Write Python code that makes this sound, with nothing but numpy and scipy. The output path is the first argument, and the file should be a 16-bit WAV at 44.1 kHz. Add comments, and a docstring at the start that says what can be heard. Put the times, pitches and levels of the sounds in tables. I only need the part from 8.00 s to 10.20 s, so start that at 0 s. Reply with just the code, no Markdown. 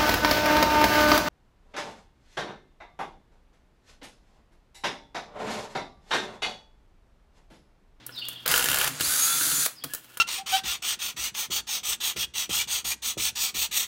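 """A cordless drill works on a screw in a motor housing, close by at a workbench in a small workshop.
Its gears rattle and whine; the bit scrapes and slips in the screw head about 68 times a second,
ringing the housing. The drill slows, spins up freely and brakes with a clack; the bench booms under it.
The bit clicks and rubs on the metal before and after. A distant bird chirps over a faint hum."""
import sys
import numpy as np
from scipy import signal
from scipy.fft import rfft, irfft
from scipy.io import wavfile
from scipy.ndimage import uniform_filter1d, map_coordinates

SR = 44100
rng = np.random.default_rng(int(sys.argv[2]) if len(sys.argv) > 2 else 0)


def transcribe(u):
    """Save the signal u as a 16-bit wav file named by the first command-line argument.

    u: samples, shape (n,) or (channels, n), limited to [-1, 1]; the rate is SR.
    q: integer samples, one column per channel.
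    """
    v = np.clip(np.atleast_2d(u).T, -1, 1)
    q = np.round(v * 32767).astype(np.int16)
    wavfile.write(sys.argv[1], SR, q)


N = 97020


def amp(db):
    return 10 ** (np.asarray(db) / 20)


def unit(x):
    """Scale to rms 1."""
    return x / np.sqrt(np.mean(x ** 2) + 1e-20)


def clock():
    return np.arange(N) / SR


def curve(rows):
    """Linear interpolation of (time [s], value)."""
    return np.interp(clock(), *np.array(rows).T)


def gain(rows):
    """Gain from (time [s], level [dB]); zero outside the rows."""
    t = clock()
    return amp(curve(rows)) * (t > rows[0][0]) * (t < rows[-1][0])


def noise():
    return rng.standard_normal(N)


def walk(rate_hz):
    """Smooth random drift, rms 1."""
    width = max(int(SR / rate_hz), 1)
    return unit(uniform_filter1d(uniform_filter1d(noise(), width), width))


def colour(x, points):
    """Minimum-phase filter from (frequency [Hz], gain [dB]), scaled to unit noise gain."""
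    size = 8192
    hz, db = np.array(points, float).T
    bin_hz = np.arange(size // 2 + 1) * SR / size
    magnitude = unit(amp(np.interp(np.log(bin_hz + 1), np.log(hz), db)))
    cepstrum = irfft(np.log(magnitude))
    cepstrum[1:size // 2] *= 2
    cepstrum[size // 2 + 1:] = 0
    return signal.fftconvolve(x, irfft(np.exp(rfft(cepstrum))))[:N]


def ring(x, modes):
    """Drive damped modes, scaled to unit noise gain."""
    t = clock()[:SR // 4]
    response = sum(amp(db) * np.sqrt(width) * np.exp(-np.pi * width * t) * np.cos(2 * np.pi * hz * t)
                   for hz, width, db in modes)
    return signal.fftconvolve(x, response / np.linalg.norm(response))[:N]


def echo(x, t60_s):
    """Diffuse reflections after a 4 ms gap."""
    t = clock()
    response = noise() * amp(-60 * t / t60_s) * (t > .004)
    return signal.fftconvolve(x, response / np.linalg.norm(response))[:N]


def blows(times, dbs, decay_s):
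    """Envelope: a jump at each blow, then exponential decay."""
    kicks = np.zeros(N)
    kicks[(np.asarray(times) * SR).astype(int)] = amp(dbs) ** 2
    return np.sqrt(signal.lfilter([1], [1, -np.exp(-2 / (decay_s * SR))], kicks + 1e-18))


def strike(times, dbs, scuff_s=.0007):
    """Hard contact force: an impulse plus a brief scuff."""
    force = .5 * blows(times, dbs, scuff_s) * noise()
    force[(times * SR).astype(int)] += amp(dbs) * np.sqrt(scuff_s * SR / 2)
    return force


def scatter(pulses, spread_db):
    """Randomise pulse level and sign."""
    return pulses * amp(spread_db * np.clip(noise(), -2, 2)) * np.sign(noise())


def grit(catches_per_s=1800):
    """Friction: dense tiny catches, rms 1."""
    return unit(scatter(rng.random(N) < catches_per_s / SR, spread_db=2))


def glide(start_s, length_s, start_hz, end_hz, db, waver):
    """Wavering tone that swells, slides in pitch and fades."""
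    progress = np.clip((clock() - start_s) / length_s, 0, 1)
    hz = (start_hz + (end_hz - start_hz) * progress) * (1 + waver * walk(1086))
    return amp(db) * np.sqrt(2) * np.sin(np.pi * progress) * np.sin(2 * np.pi * np.cumsum(hz) / SR)


# Workshop hush spectrum (frequency [Hz], relative gain [dB])
HUSH_COLOUR = [(30, -14), (296, 1), (404, -7.5), (2370, -8.5), (3500, -8), (4420, -11.5), (15000, -42)]


def background(hum_hz=120.3, hum_db=-59.5, hush_db=-53.5):
    """Low hum and workshop hush; both fade, the hum more."""
    fade_db = curve([(.35, 0), (2, -10)])
    hum = amp(hum_db + fade_db + .5 * walk(30)) * np.sqrt(2) * np.sin(2 * np.pi * hum_hz * clock())
    hush = amp(hush_db + fade_db / 2) * colour(noise(), HUSH_COLOUR)
    return hum + hush


# Bird chirps (time [s], length [s], start pitch [Hz], end pitch [Hz], level [dB])
BIRD_CHIRPS = [(0.115, 0.05, 5320, 4800, -49), (0.145, 0.066, 4200, 3300, -38),
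               (0.167, 0.048, 4500, 4480, -38), (0.207, 0.04, 3050, 2750, -37.5),
               (0.232, .05, 3000, 3650, -40), (.355, 0.03, 3200, 3430, -43), (1.745, 0.07, 5490, 4350, -53),
               (1.808, 0.03, 3150, 3400, -49)]


def bird(flutter_db=3.5):
    """Short, rough, fluttering glides, smeared by distance."""
    song = sum(glide(*chirp, waver=.033) for chirp in BIRD_CHIRPS) * amp(flutter_db * walk(180))
    return song + echo(song, t60_s=.7)


# Bench vibration (time [s], level [dB])
BENCH_LEVEL = [(.46, -71), (.5, -46), (.63, -54.5), (.72, -40), (.785, -54), (.9, -43), (1.03, -53.5),
               (1.37, -54), (1.64, -55), (1.69, -78)]
# Bench modes (frequency [Hz], width [Hz], relative level [dB])
BENCH_RESONANCES = [(151.7, 12.5, 6.5), (266, 18, 2)]


def bench(band_hz=(63.5, 380)):
    """Drill vibration booms in the low modes of the bench."""
    band = signal.butter(3, band_hz, "bandpass", fs=SR, output="sos")
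    boom = signal.sosfilt(band, ring(noise(), BENCH_RESONANCES))
    return unit(boom) * gain(BENCH_LEVEL)


# Rubbing strokes (time [s], length [s], level [dB])
RUB_STROKES = [(0.047, 0.45, -55.5), (1.865, 0.15, -47), (1.972, 0.25, -55.5)]
# Metal contact spectrum, also for slips (frequency [Hz], relative gain [dB])
CONTACT_COLOUR = [(400, -5.5), (2500, -6), (11000, -1), (16000, 0)]
# Housing modes, also for taps and slips (frequency [Hz], width [Hz], relative level [dB])
HOUSING_MODES = [(507, 23, -9), (1000, 53, -12.5), (1457, 75, 4), (1700, 48, 0), (2800, 170, 4.5),
                 (3070, 71, 1)]


def handling(flutter_db=3.9):
    """Gloves and bit rub the housing and ring it; the sliding bit squeaks once."""
    strokes = sum(amp(db) * np.sin(np.pi * np.clip((clock() - start_s) / length_s, 0, 1))
                  for start_s, length_s, db in RUB_STROKES)
    rub = grit() * strokes * amp(flutter_db * walk(68))
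    squeak = glide(start_s=1.88, length_s=.11, start_hz=1620, end_hz=1820, db=-47, waver=.031)
    return colour(rub, CONTACT_COLOUR) + amp(-5) * ring(rub, HOUSING_MODES) + squeak


# Bit taps (time [s], force level [dB], contact cutoff [Hz])
BIT_TAPS = [(0.0932, -25, 2100), (1.4115, -17.5, 2000), (1.5165, -15, 2000), (2.1715, -25.5, 3600)]


def taps():
    """The bit taps the housing; softer contact drives the high modes less."""
    force = 0
    for time_s, db, cutoff_hz in BIT_TAPS:
        contact = strike(np.array([time_s]), np.array([db]))
        force += signal.lfilter(*signal.butter(2, cutoff_hz, fs=SR), contact)
    return ring(force, HOUSING_MODES)


def burst(times, dbs, spectrum, decay_s):
    """Impact noise: fast decay plus a short rattling tail."""
    tail = blows(times, dbs - 15, decay_s=.01)
    envelope = np.hypot(blows(times, dbs, decay_s), tail)
    return colour(envelope * noise(), spectrum)


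# Knocks of bit, trigger and chuck (time [s], snap level [dB], body level [dB])
KNOCKS = [(0.0651, -26.5, -55), (0.285, -22, -36.5), (0.4605, -20, -21), (0.9996, -44, -27),
          (1.008, -19, -22), (1.6616, -15.5, -21.5), (1.8385, -25, -31.5), (1.842, -25, -29),
          (1.936, -20.5, -34.5), (1.948, -22, -36.5), (2.1729, -27, -35)]
# Bumps into the bench (time [s], level [dB])
BUMPS = [(1.006, -33), (1.412, -37.5), (1.468, -39), (1.523, -40), (1.577, -40), (1.842, -36.5)]
# Snap, body and bump spectra (frequency [Hz], relative gain [dB])
KNOCK_SNAP_COLOUR = [(500, -10), (2500, -19), (8500, -1.5), (15000, 0.5)]
KNOCK_BODY_COLOUR = [(200, -46.5), (500, -3), (850, -10), (1400, 1.5), (2100, -8), (4500, -4),
                     (7000, -20.5), (15000, -65)]
BUMP_COLOUR = [(35, -34), (75, -11), (150, 7), (205, -10), (285, 6), (420, -9), (4000, -40)]


def knocks():
    """Bit, trigger and chuck knock with a bright snap and hollow body; bumps thud through the bench."""
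    times, snap_db, body_db = np.array(KNOCKS).T
    snap = burst(times, snap_db, KNOCK_SNAP_COLOUR, decay_s=.004)
    body = burst(times, body_db, KNOCK_BODY_COLOUR, decay_s=.0041)
    thud = burst(*np.array(BUMPS).T, BUMP_COLOUR, decay_s=.02)
    return snap + body + thud


# Scrape envelope (time [s], level [dB])
SCRAPE_LEVEL = [(.455, -37.5), (.5, -28), (.62, -33.5), (.87, -30.5), (.915, -44), (.99, -43.5),
                (1.11, -37.5), (1.62, -45), (1.72, -53)]
# Scrape spectrum (frequency [Hz], relative gain [dB])
FRICTION_COLOUR = [(120, -43.5), (200, -13), (277, -8.5), (680, -5), (1070, -2), (1470, 0.5), (2860, -3),
                   (6000, -10.5), (9000, -68)]
# Slot jumps (time [s], relative crack level [dB], relative ring level [dB])
BIT_SLIPS = [(.4777, -15.5, -22), (.514, -15, -23), (.5216, -21, -29), (.5405, -21, -15),
             (.561, -18.5, -18.5), (.578, -15, -17), (.5945, -20, -17.5), (.609, -26, -24),
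             (.626, -21, -21), (.642, -17.5, -23.5), (.658, -19.5, -22.5), (.687, -19.5, -19.5),
             (.7, -20, -28), (.7156, -19.5, -16.5), (.731, -29, -22.5), (.7438, -17, -22), (.759, -22, -29),
             (.772, -31, -21.5), (.786, -17.5, -25), (.8, -23, -23.5), (.8135, -19, -18.5),
             (.8285, -23, -31), (.8435, -17.5, -21.5), (.876, -21.5, -19.5), (1.012, -25, -21.5)]


def bit():
    """The bit scrapes in the screw head and jumps slots; each jump ticks, cracks and rings the housing."""
    scrape = colour(grit() * gain(SCRAPE_LEVEL), FRICTION_COLOUR)
    times, crack_db, ring_db = np.array(BIT_SLIPS).T
    tick = blows(times, crack_db - 2.5, decay_s=.00076)
    crack = np.hypot(tick, blows(times, crack_db, decay_s=.0054)) * noise()
    housing = ring(strike(times, ring_db + 6.5), HOUSING_MODES)
    return scrape + housing + colour(crack, CONTACT_COLOUR)


# Gear rattle spectrum (frequency [Hz], relative gain [dB])
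RATTLE_COLOUR = [(150, -33), (278, -23), (668, -20.5), (1100, -15), (1330, -2), (1680, -6.5), (1950, -9.5),
                 (3050, -8.5), (3480, -4), (4300, -5), (4720, -1), (5150, -8.5), (5650, -6.5), (6400, -1),
                 (8950, -3.5), (9650, .5), (12500, -5), (15800, -7)]


def gear_rattle(turns, teeth=12, cycle_turns=4, turn_depth=.16, flutter_db=1):
    """Gear teeth clatter, partly at random, partly in a repeating wear pattern."""
    impacts = scatter(np.diff(np.floor(turns * teeth), prepend=0), spread_db=5.5)
    wear = rng.standard_normal(560)
    pattern = map_coordinates(wear, [turns / cycle_turns % 1 * len(wear)], mode="grid-wrap")
    surge = (1 + turn_depth * np.cos(2 * np.pi * turns)) * amp(flutter_db * walk(170))
    clatter = unit(unit(impacts) + .53 * noise())
    return colour(unit((clatter + 1.05 * pattern) * surge), RATTLE_COLOUR)


# Gear throb and whines (order [x motor speed], relative level [dB], peak at [rev/s], spread [rev/s])
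GEAR_ORDERS = [(.25, -24.5, 276, 14), (4, -17, 338, 14), (5, -13, 301, 11), (10.1, -16.5, 342, 3.5),
               (16.85, -18.5, 353, 7), (20, -8.5, 331, 7.5), (20, -11, 354, 2.5), (20, -12, 220, 38)]


def gear_whine(speed_rps, turns, flutter_db=2.5):
    """Gear tones swell as the speed passes resonances of the case."""
    whine = 0
    for order, db, peak_rps, spread_rps in GEAR_ORDERS:
        resonance = np.exp(-.5 * ((speed_rps - peak_rps) / spread_rps) ** 2)
        tone = np.sqrt(2) * np.sin(2 * np.pi * order * turns)
        whine += amp(db + flutter_db * walk(44)) * resonance * tone
    return whine


# Motor speed (time [s], speed [rev/s])
MOTOR_SPEED = [(.45, 235), (.62, 275), (.88, 280), (.96, 130), (1.01, 165), (1.1, 298), (1.19, 325),
               (1.28, 338), (1.42, 347.5), (1.61, 354), (1.657, 344), (1.7, 90)]
# Gear envelope (time [s], level [dB])
GEAR_LEVEL = [(.455, -86), (.485, -28.5), (.55, -26.5), (.62, -31), (.88, -32), (.912, -43.5), (.995, -40),
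              (1.012, -27.5), (1.12, -24), (1.66, -25.5), (1.675, -39), (1.72, -76)]


def drill(wobble=.0004):
    """The motor drives the gears; rattle and whine follow its rotation."""
    speed_rps = curve(MOTOR_SPEED) * (1 + wobble * walk(60))
    turns = np.cumsum(speed_rps) / SR
    return (gear_rattle(turns) + amp(2.5) * gear_whine(speed_rps, turns)) * gain(GEAR_LEVEL)


def scene():
    """Mono mix: close sources with room reflections, plus bench, bird and background."""
    near = drill() + bit() + knocks() + taps() + handling()
    room = amp(-11) * echo(near, t60_s=.25)
    return (near + room + bench() + bird() + background())[None]


def record(dry):
    """Steep low-pass at 15.75 kHz."""
    return signal.sosfilt(signal.ellip(10, .2, 80, 15750, fs=SR, output="sos"), dry)


dry = scene()
out = record(dry)
transcribe(out)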